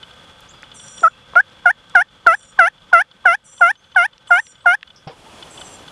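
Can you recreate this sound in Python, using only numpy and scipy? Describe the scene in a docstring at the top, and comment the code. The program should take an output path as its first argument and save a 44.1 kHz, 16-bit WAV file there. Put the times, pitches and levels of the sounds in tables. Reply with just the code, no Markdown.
"""Twelve loud turkey yelps, close by at the edge of a field: harmonic stacks shaped by an opening mouth,
with throat hiss and an opening puff; waves beyond full scale clip. A small bird wheezes in wavering lines
over breath noise, another chips and whistles far off in gliding tones. Something near ticks in ringing
modes, and knocks, snaps and rustles in tones and noise bursts over the hush of the woods, which is shaped
noise that sinks under each yelp. Decaying noise scatters the voices into a short echo."""
import sys
import numpy as np
from scipy import signal
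from scipy.fft import rfft, irfft
from scipy.io import wavfile
from scipy.ndimage import uniform_filter1d

SR = 44100
rng = np.random.default_rng(int(sys.argv[2]) if len(sys.argv) > 2 else 0)


def transcribe(u):
    """Save the signal u as a 16-bit wav file named by the first command-line argument.

    u: samples, shape (n,) or (channels, n), limited to [-1, 1]; the rate is SR.
    q: integer samples, one column per channel.
    """
    v = np.clip(np.atleast_2d(u).T, -1, 1)
    q = np.round(v * 32767).astype(np.int16)
    wavfile.write(sys.argv[1], SR, q)


N = 260631
TIME = np.arange(N) / SR


def from_db(db):
    """Amplitude gain of a level in dB: a factor of ten every 20 dB."""
    return 10 ** (np.asarray(db) / 20)


def at_hz(points, hz):
    """Interpolate a spectrum in dB along a logarithmic frequency axis."""
    table_hz, table_db = np.array(points)[:, :2].T
    return np.interp(np.log(hz), np.log(table_hz), table_db)


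def band(x, hz, width_hz):
    """Band-pass resonance: only components around the centre frequency pass."""
    edges = np.clip([hz - width_hz / 2, hz + width_hz / 2], 20, .45 * SR)
    return signal.sosfilt(signal.butter(2, edges, "band", fs=SR, output="sos"), x)


def drift(rate_hz):
    """Random modulation: white noise through a two-pole low-pass, scaled to a spread of 1."""
    r = np.exp(-2 * np.pi * rate_hz / SR)
    warm_up = 8000   # samples
    noise = rng.standard_normal(N + warm_up)
    slow = signal.lfilter([1], [1, -2 * r, r * r], noise)[warm_up:]
    return slow / slow.std()


def coloured(spectrum, peaks=()):
    """Spectral shaping: noise of rms 1 weighted by a spectrum and bell-shaped resonances."""
    hz = np.maximum(np.fft.rfftfreq(N, 1 / SR), 1)
    power = 1 + sum(from_db(2 * db) / (1 + (2 * (hz - f) / width) ** 4) for f, width, db in peaks)
    gain = from_db(at_hz(spectrum, hz)) * np.sqrt(power)
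    x = irfft(rfft(rng.standard_normal(N)) * gain, N)
    return x / x.std()


def span(rows):
    """Piecewise-linear contours: a table's sample range and its columns, with rounded corners."""
    s, *columns = np.transpose(rows)
    part = slice(int(s[0] * SR), int(s[-1] * SR))
    return part, [uniform_filter1d(np.interp(TIME[part], s, c), size=130) for c in columns]


def bursts(rows, decay_s, breadth):
    """Impulsive noise: exponentially dying bursts, each band-limited to breadth times its centre."""
    length = 3000   # samples
    out, t = np.zeros(N), np.arange(length) / SR
    for (s, db, hz), noise in zip(rows, rng.standard_normal((len(rows), length))):
        dying = noise * np.exp(-t / decay_s)
        burst = band(band(dying, hz, breadth * hz), hz, breadth * hz)
        i = int(s * SR)
        out[i:i + length] += (from_db(db) * burst / np.abs(burst).max())[:N - i]
    return out


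def background():
    """Broadband noise: a hush with fixed resonances, and a flickering rustle."""
    # levels ahead of the sinking under the yelps: time_s, hush_db, rustle_db
    around = [(0, -47, -54), (1.298, -45.5, -63.5), (3.8, -52, -61), (4.498, -50.5, -67.5),
              (5.051, -52.5, -57.5), (5.2, -55, -48.5), (5.38, -48, -42.5), (5.55, -61, -42),
              (5.75, -52, -43.5), (5.91, -47, -45)]
    # hush spectrum: frequency_hz, relative_db_per_hz
    hush_spectrum = [(20, -40), (30, -3), (90, -3.5), (170, -1), (400, -14), (1000, -10), (2300, -14),
                     (4000, -17), (5000, -21.5), (9000, -30.5), (15500, -51.5)]
    # resonances of the hush: centre_hz, width_hz, level_db relative to the spectrum there
    hush_peaks = [(514, 88, 8.5), (866, 33, 6), (1272, 200, 5), (1544, 69, 10), (3140, 590, 5),
                  (3394, 180, 14.5)]
    # rustle spectrum: frequency_hz, relative_db_per_hz
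    rustle_spectrum = [(18, -46.5), (30, -10), (874, -7.5), (1970, -18.5), (3400, -13), (3680, -20),
                       (9940, -26.5), (15500, -52)]
    s, hush_db, rustle_db = np.transpose(around)
    hush_gain = from_db(np.interp(TIME, s, hush_db) + 1.5 * drift(25))
    hush = hush_gain * coloured(hush_spectrum, hush_peaks)
    rustle_gain = from_db(np.interp(TIME, s, rustle_db) + 1.0 * drift(11))
    return hush + rustle_gain * coloured(rustle_spectrum)


def sinking(voice):
    """Level-driven gain: the background sinks under each yelp and swells back by a one-pole lag."""
    sink_db, recover_s = -6.5, 0.1
    loud = uniform_filter1d((np.abs(voice) > .05) * 1., size=200) > 0
    r = np.exp(-1 / (recover_s * SR))
    lagging = signal.lfilter([1 - r], [1, -r], loud)
    return from_db(sink_db * np.clip(2.5 * lagging, 0, 1))   # full depth before the lag completes


def ticks():
    """Modal ringing: a few quick contacts excite the same damped modes at each tick."""
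    # ringing ticks: time_s, level_db (before the mode and contact levels)
    tick_table = [(0.0293, -26.5), (0.1088, -34), (0.637, -33.5), (0.7163, -30.5), (0.797, -30.5),
                  (0.9796, -31.5), (2.085, -44), (2.409, -41), (2.432, -39), (2.78, -39.5), (2.819, -43),
                  (3.1141, -36), (3.579, -34.5), (3.755, -38.5), (3.843, -39.5), (3.919, -35.5),
                  (3.9477, -35), (4.1306, -37.5), (4.206, -48), (4.2733, -32.5), (4.5206, -44),
                  (4.554, -37.5), (4.607, -39.5), (4.8741, -36), (4.9031, -36), (5.4259, -27),
                  (5.5758, -30), (5.6132, -23.5), (5.88, -27)]
    # damped modes: frequency_hz, relative_db, t60_s, delay_s
    modes = [(1450, -5, .01, 0), (3030, -2, .02, .0045), (3420, 4, .016, .001), (4300, 1, .007, 0)]
    lags_s = np.array([0, .002, .004])
    tick_s, tick_db = np.array(tick_table)[:, :1], np.array(tick_table)[:, 1:2]
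    at = ((tick_s - .001 + lags_s) * SR).astype(int)
    out = np.zeros(N)
    for hz, db, t60_s, delay_s in modes:
        clicks = np.full(N, 1e-18)
        contact_db = tick_db + db - 9 + 3.0 * rng.standard_normal(at.shape)   # uneven contacts
        clicks[at + int(delay_s * SR)] = from_db(contact_db)
        r, w = from_db(-60 / (t60_s * SR)), 2 * np.pi * hz / SR
        out += signal.lfilter([0, np.sin(w)], [1, -2 * r * np.cos(w), r * r], clicks)
    return band(out, 2900, 5000)


def snaps():
    """Dry snaps: impulses of noise with so short a decay that no pitch forms."""
    # snaps: time_s, peak_db, centre_hz
    snap_table = [(.406, -39.5, 9000), (.624, -36, 6140), (.631, -24, 1700), (.882, -31.5, 5400),
                  (1.007, -28.5, 5000), (1.02, -27.5, 400), (1.335, -26.5, 900), (1.499, -42, 4780),
                  (1.897, -37, 5960), (4.18, -35.5, 4000), (4.468, -32, 3600), (4.81, -39, 3300),
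                  (4.829, -21, 2450)]
    return bursts(snap_table, decay_s=0.0016, breadth=1.0)


def bumps():
    """Damped oscillation: each bump on the housing rings briefly at its own pitch."""
    # bumps: time_s, level_db (before the rise and decay), pitch_hz
    bump_table = [(5.069, -25, 149), (5.077, -26, 770), (5.097, -29.5, 469), (5.116, -38, 980),
                  (5.265, -37.5, 895)]
    rise_s, decay_s = 0.00061, 0.011
    out = np.zeros(N)
    for s, db, hz in bump_table:
        t = np.maximum(TIME - s, 0)
        envelope = np.exp(-t / decay_s) * (1 - np.exp(-t / rise_s))
        out += from_db(db) * np.sin(2 * np.pi * hz * t) * envelope
    return out


def scuff():
    """Friction noise: a dull rub with the bumps, dying more slowly than the snaps."""
    # rub: time_s, peak_db, centre_hz
    rub_table = [(5.072, -26, 684), (5.074, -33, 2470)]
    return bursts(rub_table, decay_s=0.036, breadth=1.24)


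def chips():
    """Narrow-band noise: short hissy chips with a hint of pitch."""
    # chips: time_s, peak_db, centre_hz
    chip_table = [(4.96, -39, 5390), (5.074, -37, 5070)]
    return bursts(chip_table, decay_s=0.024, breadth=0.22)


def whistles():
    """Frequency modulation: a far chip and whistles as single gliding tones, roughened by distance."""
    # one contour table a call: time_s, pitch_hz, level_db
    contours = [
        [(.478, 5700, -67), (.49, 6200, -46), (.505, 7750, -57), (.52, 6800, -53), (.535, 6800, -73)],
        [(.46, 4870, -68), (.5, 4950, -64), (.62, 4800, -69)],
        [(1.09, 2750, -66), (1.14, 2700, -58), (1.2, 2700, -66), (1.26, 2750, -60), (1.29, 2700, -70)],
        [(3.74, 6050, -80.5), (3.78, 6200, -63), (3.81, 6400, -77), (3.93, 6150, -78.5), (3.96, 6250, -73.5)],
        [(4.58, 7900, -76), (4.61, 8050, -70), (4.65, 8000, -74)],
    ]
    out, waver, flicker = np.zeros(N), drift(120), drift(36)
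    for rows in contours:
        part, (hz, level_db) = span(rows)
        wave = np.sin(2 * np.pi * np.cumsum(hz + 70 * waver[part]) / SR)
        out[part] += from_db(level_db + 4.0 * flicker[part]) * wave
    return out


def wheezes():
    """Tone and turbulence: wavering lines of one stack over breath noise in the same band."""
    # calls: start_s, length_s, early_spacing_hz, mid_spacing_hz, end_spacing_hz, level_db
    calls = [(.737, .29, 1430, 1450, 1425, -49.5), (2.28, .22, 1500, 1460, 1405, -59),
             (3.438, .22, 1410, 1485, 1415, -54), (4.268, .24, 1480, 1500, 1425, -56.5),
             (5.497, .25, 1480, 1525, 1470, -51.5)]
    # lines of the stack: multiple of the spacing, relative_db
    stack = [(4, 0), (4.499, -18.5), (5.004, 2.5), (5.9, -4)]
    scoop_hz, scoop_s = 240, .012   # each call drops onto its pitch
    rise_s, fade_db_per_s = .012, 330
    flicker_db, waver_hz = 3.5, 16   # spreads; the waver grows with the line's multiple
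    out = np.zeros(N)
    breath = band(band(rng.standard_normal(N), 8300, 3000), 8300, 3000)
    waver, flicker = [drift(90) for line in stack], [drift(42) for line in stack]
    for start, length, early_hz, mid_hz, end_hz, level_db in calls:
        part = slice(int(start * SR), int((start + length + .12) * SR))
        t = TIME[part] - start
        done = np.clip(t / length, 0, 1)
        bend_hz = 2 * mid_hz - early_hz - end_hz
        arch = early_hz + (end_hz - early_hz) * done + bend_hz * 2 * done * (1 - done)
        spacing = arch + scoop_hz * np.exp(-t / scoop_s)
        fading_db = level_db - fade_db_per_s * np.maximum(t - length, 0)
        gain = from_db(fading_db) * np.clip(t / rise_s, 0, 1)
        breathy = np.clip(.3 + .4 * np.exp(-(t / .04) ** 2), 0, 1)   # breathiest at the start
        lines = 0
        for (k, db), w, f in zip(stack, waver, flicker):
            phase = 2 * np.pi * np.cumsum(k * spacing + waver_hz * k * w[part]) / SR
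            lines = lines + from_db(db + flicker_db * f[part]) * np.sin(phase)
        out[part] += gain * (np.sqrt(1 - breathy) * lines + 2.1 * np.sqrt(breathy) * breath[part])
    return out


def throat_hiss():
    """Turbulence and resonance: air hissing through the throat fills a set of noise bands."""
    # hiss bands: centre_hz, width_hz, level_db (before each yelp's brightness)
    hiss_bands = [(980, 160, -44), (1650, 220, -39), (3600, 1500, -59), (5800, 1100, -51.5),
                  (7540, 1100, -62), (9640, 540, -48), (10800, 1300, -59.5)]
    white = rng.standard_normal(N)
    return sum(from_db(db) * band(band(white, hz, w), hz, w) * np.sqrt(SR / w) for hz, w, db in hiss_bands)


def yelps():
    """Source and filter: a harmonic voice settles and climbs, breath fades, and the mouth opens and shuts."""
    # yelps: start_s, length_s, first_pitch_hz, settling_s, settled_pitch_hz, last_pitch_hz,
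    # harmonic1_db, harmonic2_db, harmonic2_start_offset_db, harmonic2_fade_db,
    # harmonic3_widest_mouth_db, puff_peak_db
    yelp_table = [ (1.035, 0.042, 714, 0.017, 603.6, 685, -20, 1, -17, 9.5, -29, -20),
                  (1.36, 0.044, 672, 0.013, 727, 824, -16.5, 1, -14, 10, -28.5, -11.5),
                  (1.66, 0.048, 740.6, 0.016, 680, 879, -13.5, -1.5, -1, 12.5, -21.5, -27),
                  (1.955, .065, 787, 0.015, 674.3, 873, -13, -1, 0.4, 14.5, -19.5, -18.5),
                  (2.270, .076, 714, 0.026, 623.5, 840, -15, -0.5, 2, 16, -17.5, -5.5),
                  (2.593, 0.088, 780, 0.024, 631, 852, -13.5, -2, 3, 14, -15.5, -21),
                  (2.933, .084, 724.3, 0.022, 652.5, 850, -14, -0.5, 0, 14.5, -15, -13.5),
                  (3.259, 0.091, 771, 0.021, 656, 844, -14.5, -3, 1.5, 15, -15, -12.5),
                  (3.614, 0.097, 737.4, 0.011, 681, 887, -14.5, -0.5, -9, 17, -17.5, -20),
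                  (3.964, 0.095, 780, 0.023, 668, 887, -15, -3, -2.5, 16, -15.5, -30),
                  (4.309, 0.089, 744, 0.0035, 699, 915, -14.5, -1, -8, 17.5, -17.5, -26),
                  (4.662, 0.086, 748, 0.0039, 701, 847, -14, -2.5, -4.5, 14, -17, -28.5), ]
    # resonances driven by the higher harmonics, before brightness and swell: frequency_hz, level_db
    upper = [(3800, -57), (4700, -51), (5800, -43), (6600, -52), (7500, -61), (8600, -68), (9800, -52),
             (11500, -67), (13000, -85)]
    # 3rd to 5th harmonic: widest_mouth_db relative to the 3rd, shut_mouth_loss_db
    mouth = [(0, 20.5), (-11, 13), (-25.5, 19.5)]
    rise_s, fall_s = 0.0046, 0.007
    lead_s, lead_db, lead_follows = .015, -24.5, .6   # soft lead-in; dB per dB of 3rd harmonic
    lead_sharp = 1.65   # pitch factor at the start of the lead-in
    climb_power = 4.4   # pitch climbs with this power of the elapsed share
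    # 1st harmonic: steady fade, drop at the end, kick at the start
    first_fade_db, first_drop_db, first_kick_db, kick_s = 8, 2, 4.0, 0.0084
    settle_2nd_s = 0.0033   # the 2nd harmonic starts above or below its line and settles
    throat_hz, throat_width_hz, throat_max_db = 1750, 330, 6   # the 2nd climbs into this resonance
    widest_at, mouth_power = 0.39, 2.89   # share of the yelp; curve of the shutting
    rasp_db = -26.5   # fast unevenness of the voice
    brighten, bright_at_db = 0.35, -13   # dB of treble per dB of 3rd harmonic; reference level
    treble_swell_db = 5   # higher harmonics gain this towards the end

    air = throat_hiss()
    out, jitter, rasp, flutter = np.zeros(N), drift(430), drift(510), drift(110)
    for start, length, first_hz, settle_s, low_hz, last_hz, db1, db2, off_db, fade_db, db3, _ in yelp_table:
        part = slice(int((start - rise_s - lead_s) * SR), int((start + length + fall_s) * SR))
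        t = TIME[part] - start
        done = np.clip(t / length, 0, 1)
        elapsed_s = done * length
        early = np.clip(-t / (rise_s + lead_s), 0, 1)
        late = np.clip((t - length) / fall_s, 0, 1)

        settling = (first_hz - low_hz) * np.exp(-elapsed_s / settle_s)
        pitch = low_hz + settling + (last_hz - low_hz) * done ** climb_power
        throat_db = throat_max_db * done / (1 + (2 * (2 * pitch - throat_hz) / throat_width_hz) ** 2)
        mouth_side = np.where(done < widest_at, widest_at, 1 - widest_at)
        shut = np.abs((done - widest_at) / mouth_side) ** mouth_power
        first_db = db1 - first_fade_db * done - first_drop_db * done ** 24.0
        first_db = first_db + first_kick_db * np.exp(-elapsed_s / kick_s)
        second_db = db2 + off_db * np.exp(-elapsed_s / settle_2nd_s) - fade_db * done + throat_db
        levels = [first_db, second_db] + [db3 + db - lost_db * shut for db, lost_db in mouth]

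        pitch = pitch * (1 + (lead_sharp - 1) * early + 0.062 * late) * (1 + 0.005 * jitter[part])
        phase = 2 * np.pi * np.cumsum(pitch) / SR
        low = sum(from_db(db) * np.sin(k * phase - np.pi / 4 * k * k) for k, db in enumerate(levels, 1))
        low *= 1 + from_db(rasp_db) * rasp[part]

        high = 0
        for k in range(6, 18):
            # from the 6th to the 10th, a lower harmonic drives a resonance harder
            drive_db = at_hz(upper, k * pitch) - 2.2 * (k - 6) * (k < 11)
            flutter_db = 4 * np.roll(flutter, 9000 * k)[part]
            level_db = drive_db + treble_swell_db * done ** 3 + flutter_db
            high = high + from_db(level_db) * np.sin(k * phase)
        high += air[part] * (1 + 0.067 * np.cos(phase))   # hiss comes in puffs, one a cycle

        shape = np.clip(1 + t / rise_s, 0, 1) ** 1.2 * (1 - late) ** 0.75
        lead_shape = (1 - early) * (1 - shape) * (t < 0)
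        lead_gain = from_db(lead_db + lead_follows * (db3 - bright_at_db))
        lead = lead_gain * lead_shape * (np.sin(phase) + 0.05 * np.sin(2 * phase))
        treble_gain = from_db(brighten * (db3 - bright_at_db))
        out[part] += shape * (low + treble_gain * high) + lead
    puffs = [(row[0] - 1.2 * rise_s, row[-1], 1250) for row in yelp_table]   # as the mouth opens
    return out + bursts(puffs, decay_s=.002, breadth=1.385)


def echoes(x):
    """Diffuse reverberation: convolution with decaying noise scatters returns from trees and ground."""
    echo_db, echo_t60_s = -24, 0.059
    t = np.arange(12000) / SR
    tail = rng.standard_normal(len(t)) * from_db(-60 * t / echo_t60_s)
    return from_db(echo_db) * signal.fftconvolve(x, tail / np.sqrt(np.sum(tail ** 2)))[:N]


def scene():
    """Superposition: the pressures of all sources add in one channel."""
    voice = yelps()
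    birds = wheezes() + whistles()
    near = ticks() + snaps() + bumps() + scuff() + chips()
    returns = echoes(voice + 25 * birds)   # the far birds echo more strongly for their level
    return (voice + returns + birds + near + sinking(voice) * background())[None]


def record(dry):
    """Overload and band limit: the input clips at full scale, then a steep low-pass cuts the top."""
    cutoff_hz = 15750   # 70 dB down from here
    low_pass = signal.cheby2(12, 70, cutoff_hz, fs=SR, output="sos")
    return signal.sosfilt(low_pass, np.clip(dry, -1, 1))


dry = scene()
out = record(dry)
transcribe(out)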